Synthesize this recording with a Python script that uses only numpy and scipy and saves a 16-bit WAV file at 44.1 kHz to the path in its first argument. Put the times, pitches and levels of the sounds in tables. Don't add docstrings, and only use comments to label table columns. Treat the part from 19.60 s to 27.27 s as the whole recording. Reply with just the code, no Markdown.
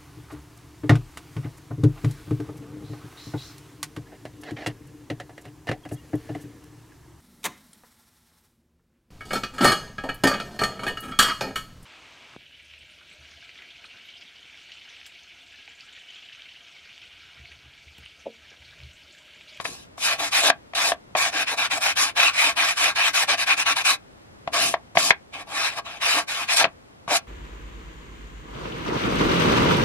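import sys
import numpy as np
from scipy import signal
from scipy.fft import rfft, irfft, next_fast_len
from scipy.io import wavfile
from scipy.ndimage import uniform_filter1d

SR = 44100
rng = np.random.default_rng(int(sys.argv[2]) if len(sys.argv) > 2 else 0)


def to_wav(sig):
    pcm = np.clip(np.atleast_2d(sig), -1, 1) * 32767
    pcm = np.round(pcm).astype(np.int16)
    wavfile.write(sys.argv[1], SR, pcm.T)


N = 338247

# start in seconds, length in seconds, relative rasp level in dB early,
# midway and late, change of the low part in dB early and late, change of the treble in dB early and late.
STROKES = [ (.006, 0.081, -44, -59, -50, 8, 14, 8, 9.5),
           (0.042, 0.26, -43.5, -51, -59.5, 10, -1.5, 13, 8.5),
           (.372, 0.21, -54, -26, -26.5, 1.5, 1.5, 10.5, -2),
           (0.573, 0.14, -31, -30.5, -32.5, 10.5, 1.5, 2, 4.5),
           (0.705, 0.14, -26.5, -21, -22.5, -20, 1.5, 1.5, 3.5),
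           (.815, 0.092, -23, -19, -22.5, 9.5, 11.5, 1, 2), (1.148, 0.2, -27.5, -24.5, -29, -3, 12.5, 0, 8),
           (1.565, 0.16, -27.5, -23, -29.5, 2.5, 2, 2.5, 2),
           (1.711, 0.15, -32, -26.5, -24.5, 8, -1, -4.5, -2),
           (1.857, 0.11, -27.5, -27.5, -33, -3, 12, -5, 3),
           (1.961, 0.13, -26.5, -28, -23.5, 3, -0.5, 1.5, -6),
           (2.094, 0.11, -25, -29.5, -30.5, 3, 13.5, -0.5, 3),
           (2.196, .15, -28, -24, -24.5, -1, -4, 4.5, -1.5),
           (2.351, 0.18, -23, -23, -30.5, -5, 5.5, 4.5, 2),
           (2.55, 0.18, -22.5, -18.5, -22.5, 4.5, -8, -4.5, -0.5),
           (2.718, .23, -34, -20.5, -23.5, -26, 7, -0.5, 0),
           (2.952, 0.21, -24, -23.5, -27.5, -1, -7, -3.5, 3.5), (3.153, .19, -28, -22, -23, 0, -3, 4, -4.5),
           (3.345, 0.18, -22.5, -24.5, -22, -10, -4, -6, -1),
           (3.524, .145, -25, -24, -25.5, -13, 4, 3.5, 4), (3.668, .1, -21.5, -20.5, -23, -6, 7.5, -6, -5),
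           (3.763, 0.098, -29.5, -26, -28.5, -4.5, 1, 3.5, 1),
           (3.853, 0.11, -26, -21, -24.5, -2.5, 3, -3.5, -4.5),
           (3.955, 0.094, -29, -25, -26.5, -3, -12, 1.5, 1),
           (4.045, .105, -21.5, -20.5, -24, 0, 0, -5.5, -1),
           (4.146, 0.095, -26, -27, -31.5, -10, 4.5, 1, 2), (4.234, 0.14, -22, -20, -29, -4, 4, 3.5, 4),
           (4.918, .226, -25, -25, -44, 4.5, 4, 1.5, 12), (5.35, 0.022, -37, -37, -34.5, 3, 0, 2, 2),
           (5.378, 0.13, -24, -30, -35, -1, 12, 7, 14.5), (5.718, .13, -37.5, -42.5, -41, 8, 11, -8, -1),
           (5.855, 0.29, -49, -28, -26.5, 11.5, -10, 0, 0), (6.103, 0.11, -40, -42.5, -28.5, 6, 10, -5, -2),
           (6.239, 0.18, -38.5, -40.5, -44, 7, 9, -11, -6),
           (6.4, 0.25, -27, -25.5, -23.5, -4.5, 7.5, 3.5, 1),
           (6.666, 0.22, -30.5, -30.5, -31.5, -6, 0, 0.5, 0),
           (6.87, .1, -27, -22.5, -26.5, -12, 3, -5, 5.5),
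           (6.948, 0.089, -25.5, -18.5, -24, -11, 10.5, 8, 0.5),
           (7.478, 0.12, -36.5, -22, -26, 13, 3.5, -2, 8), ]
# time in seconds, relative slap level in dB, slap frequency
# in Hz, relative level of the knock into the card in dB, relative thud of the pages in dB.
TAPS = [(0, -18.5, 1020, -23.5, -28), (.051, -21, 1960, -21, -42), (0.054, -17.5, 2340, -32, -35),
        (.379, -33, 1090, -28, -53), (.9005, -5.5, 1580, -3, -31.5), (1.135, -27, 2060, -22.5, -48),
        (1.319, -15, 1840, -6, -31), (1.551, -16, 2450, -3.5, -25), (1.559, -19, 2000, -6.5, -59),
        (4.8752, -24.5, 2220, -9, -23.5), (5.1398, -14.5, 2070, -3, -40), (5.354, -28.5, 2450, -14, -28),
        (5.3708, -3.5, 2140, 1, -33), (5.375, -12.5, 1980, -15, -19.5), (5.5058, 2, 2075, -7.5, -18),
        (7.042, -4.5, 2660, -6.5, -27), (7.051, -12.5, 1510, -8, -55), (7.478, -26.5, 1410, -17.5, -25)]
# frequency in Hz, undamped-by-touch width in Hz, relative level in dB.
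CARD_MODES = [(157.4, 210, -33.5), (293, 22.6, -9), (692.3, 62, 0), (824, 96, -4), (1114, 63.4, 4.5),
              (1369, 69, -1.5), (1600, 57, 4), (1820, 48, 2), (1993, 65, -2.5), (2360, 150, 1),
              (2566, 53, 2), (3057, 32, -1), (3510, 116, -3.5), (3930, 150, -3), (4400, 57, -6.5),
              (4830, 160, -8), (5380, 280, -10), (6030, 230, -12.5), (7140, 92, -21.5)]
# frequency in Hz, relative density in dB.
GRIT_SPECTRUM = [(240, -60), (400, -23), (683, -7.5), (1610, -6.5), (1960, -8.5), (2470, -1), (3300, -10.5),
                 (10900, -20.5), (15400, -43)]
# start in seconds, length in seconds,
# relative rustle level in dB early and late.
PAGE_SHIFTS = [(.07, 0.084, -40, -50), (4.887, 0.28, -55, -44), (5.36, .15, -40, -50),
               (7.015, 0.094, -42.5, -45.5), (7.478, .07, -41, -45)]
# frequency in Hz, gain in dB.
SIDE_GAIN = [(60, -28), (150, -12), (380, -26), (950, -11.5), (2380, 2.5), (5980, 4.5), (15000, 10)]
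# frequency in Hz, relative density in dB.
AIR_SPECTRUM = [(12, -56.5), (20, -16.5), (80, -1.5), (180, -6), (273, -7.5), (427, -10.5), (564, -11.5),
                (9360, -37), (13100, -43), (15400, -82)]
# frequency in Hz, ratio in dB.
AIR_WIDTH = [(60, -18.5), (180, 0), (550, 4.5), (1650, 6.5), (4970, 6.5), (15000, 3.5)]

AIR_DB = -54
EDGE_HZ = 15600
TURN_DB = -30
FLICK_S, NEAR_S = 0.003, 0.016
ATTACK_S, RELEASE_SHARE = 0.022, 0.25
BEND = 1.32


def rasp():
    level = sweeps(np.array(STROKES)[:, :5])
    level = uniform_filter1d(level, size=300)
    flex_db = tint(*np.transpose(STROKES)[5:7])
    bite_db = tint(*np.transpose(STROKES)[7:])

    size_db = 1.45 * np.minimum(rng.exponential(1, N), 5) + 0.76 * wander(90)
    catches = rng.random(N) < 9000 / SR
    grains = evened(gain_of(size_db) * catches) * rng.choice([-1., 1.], (3, N))

    ring_scale = np.std(card(grains[0], 0, 0, 0, 0.99)[0])
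    ring = card(grains[0] * level, flex_db, bite_db, patchy_db=3.0, damping=1) / ring_scale

    hiss = colour(np.array([grains[1], 0.1 * grains[1] + grains[2]]), GRIT_SPECTRUM)
    hiss = patchy(hiss, depth_db=3.5)
    hiss /= np.std(hiss[0])
    treble = signal.sosfilt(signal.butter(2, 3500, "high", fs=SR, output="sos"), hiss)
    body = signal.sosfilt(signal.butter(2, 900, fs=SR, output="sos"), hiss)
    hiss += treble * (gain_of(bite_db) - 1) + body * (gain_of(flex_db) - 1)
    return gain_of(-3.0) * ring + gain_of(-2.0) * hiss * level


def sweeps(rows):
    out = np.zeros(N)
    hits = np.array([row[0] for row in TAPS])
    for start, length, *levels_db in rows:
        t = np.arange(0, length, 1 / SR)
        starts_at_tap = np.any(abs(hits - start) < NEAR_S)
        ends_at_tap = np.any(abs(hits - start - length) < NEAR_S)
        rise = FLICK_S if starts_at_tap else ATTACK_S
        fall = FLICK_S if ends_at_tap else RELEASE_SHARE * length
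        speed = np.clip(np.minimum(t / rise, (length - t) / fall), 0, 1)
        held_db = np.interp(t, np.linspace(rise, length - fall, len(levels_db)), levels_db)
        out[round(start * SR):][:len(t)] += gain_of(held_db + TURN_DB * (1 - speed) ** BEND)
    return out


def tint(early_db, late_db):
    start, length = np.transpose(STROKES)[:2]
    s = np.transpose([start + 0.26 * length, start + 0.75 * length]).ravel()
    return np.interp(np.arange(N) / SR, s, np.transpose([early_db, late_db]).ravel())


def patchy(x, depth_db):
    z = signal.stft(x, nperseg=512, noverlap=384)[2]
    patches = rng.standard_normal(z.shape[:0:-1])
    patches = uniform_filter1d(patches, size=14, axis=0)
    patches = uniform_filter1d(patches, size=4, axis=1)
    z = z * gain_of(depth_db * evened(patches).T)
    return signal.istft(z, nperseg=512, noverlap=384)[1][:, :N]


def card(drive, flex_db, bite_db, patchy_db, damping):
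    out = np.zeros((2, N))
    for k, (hz, width, db) in enumerate(CARD_MODES):
        low = 1 / (1 + (hz / 950) ** 6)
        high = 1 / (1 + (4500 / hz) ** 6)
        shape_db = low * flex_db + high * bite_db + patchy_db * wander(22)
        sign = (-1) ** k
        ring = sign * resonate(drive * gain_of(db + shape_db), hz, width * damping)
        side = -0.8 * ring.imag + 0.15 * sign * ring.real
        out += [ring.real, side]
    return out


def resonate(x, hz, width):
    r = np.exp(-np.pi * width / SR)
    return 2 * signal.lfilter([1 - r], [1, -r * np.exp(2j * np.pi * hz / SR)], x)


def taps():
    slaps, knocks, pages = np.zeros((3, N + 1500))
    t = np.arange(1500) / SR
    band = signal.butter(3, [400, 3300], "band", fs=SR, output="sos")
    roughs = signal.sosfilt(band, rng.standard_normal((len(TAPS), 1500)))
    for (s, slap_db, hz, knock_db, thud_db), rough in zip(TAPS, roughs):
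        at = slice(round(s * SR), round(s * SR) + 1500)
        slap, knock = gain_of(slap_db), gain_of(knock_db)
        slaps[at] += slap * np.sin(2 * np.pi * hz * t) * t / 0.00076 * np.exp(1 - t / 0.00049)
        knocks[at] -= knock * np.sin(2 * np.pi * 720 * t) * t / 0.0016 * np.exp(1 - t / 0.00068)
        pages[at] += (0.67 * slap + 0.085 * knock) * rough * np.exp(-t / 0.0061)
        pages[at] -= gain_of(thud_db) * np.sin(2 * np.pi * 170 * t) * np.exp(-t / 0.0016)
    slaps, knocks, pages = slaps[:N], knocks[:N], pages[:N]
    drive = gain_of(4.5) * slaps + gain_of(8.5) * knocks
    ring = card(drive, 0, 0, patchy_db=1, damping=2.2)
    return ring + gain_of(-10.0) * slaps + gain_of(-10) * knocks + pages


def rustle():
    noise = rng.standard_normal(N) * gain_of(5.6 * wander(90))
    band = signal.butter(2, [100, 400], "band", fs=SR, output="sos")
    return evened(signal.sosfilt(band, noise)) * sweeps(PAGE_SHIFTS)


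def room(x, t60=0.14):
    count = SR // 2
    echoes = rng.random((2, count)) < 2500 / SR
    delayed = np.arange(count) > 130
    tail = rng.choice([-1., 1.], (2, count)) * echoes * delayed
    hz, t, z = signal.stft(tail, SR, nperseg=256)
    decay_s = t60 / (1 + (hz[:, None] / 6000) ** 2)
    tail = signal.istft(z * gain_of(-60 * t / decay_s), SR, nperseg=256)[1]
    return signal.fftconvolve(x, tail / np.linalg.norm(tail[0]), axes=1)[:, :N]


def air():
    mid, side = colour(rng.standard_normal((2, N)), AIR_SPECTRUM)
    level = gain_of(AIR_DB + 0.53 * wander(1.2))
    return level * np.array([mid, colour(side, AIR_WIDTH)]) / np.std(mid)


def gain_of(db):
    return 10 ** (np.asarray(db) / 20)


def evened(x):
    return x / np.sqrt(np.mean(x ** 2) + 1e-20)


def read(points, hz):
    f, value = np.transpose(points)
    return np.interp(np.log(hz + 1), np.log(f + 1), value)


def colour(x, points):
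    size = next_fast_len(N + 4096)
    gain = gain_of(read(points, np.fft.rfftfreq(size, 1 / SR)))
    return irfft(rfft(x, size) * gain, size)[..., :N]


def wander(per_s):
    knots = np.arange(-1, N / SR + 1, 1 / per_s)
    return np.interp(np.arange(N) / SR, knots, rng.standard_normal(4000)[:len(knots)])


def scene():
    near = rasp() + taps() + rustle()
    near = signal.sosfilt(signal.butter(2, 95, "high", fs=SR, output="sos"), near)
    mid, side = near + gain_of(-17.5) * room(near)
    mid, side = np.array([mid, colour(side, SIDE_GAIN)]) + air()
    return np.array([mid + side, mid - side]) * gain_of([[0.4], [-0.4]])


def record(dry):
    capped = np.clip(dry, -1, 1)
    lowpass = signal.firwin(511, EDGE_HZ, window=("kaiser", 9), fs=SR)
    return signal.oaconvolve(capped, lowpass[None], "same")


dry = scene()
out = record(dry)
to_wav(out)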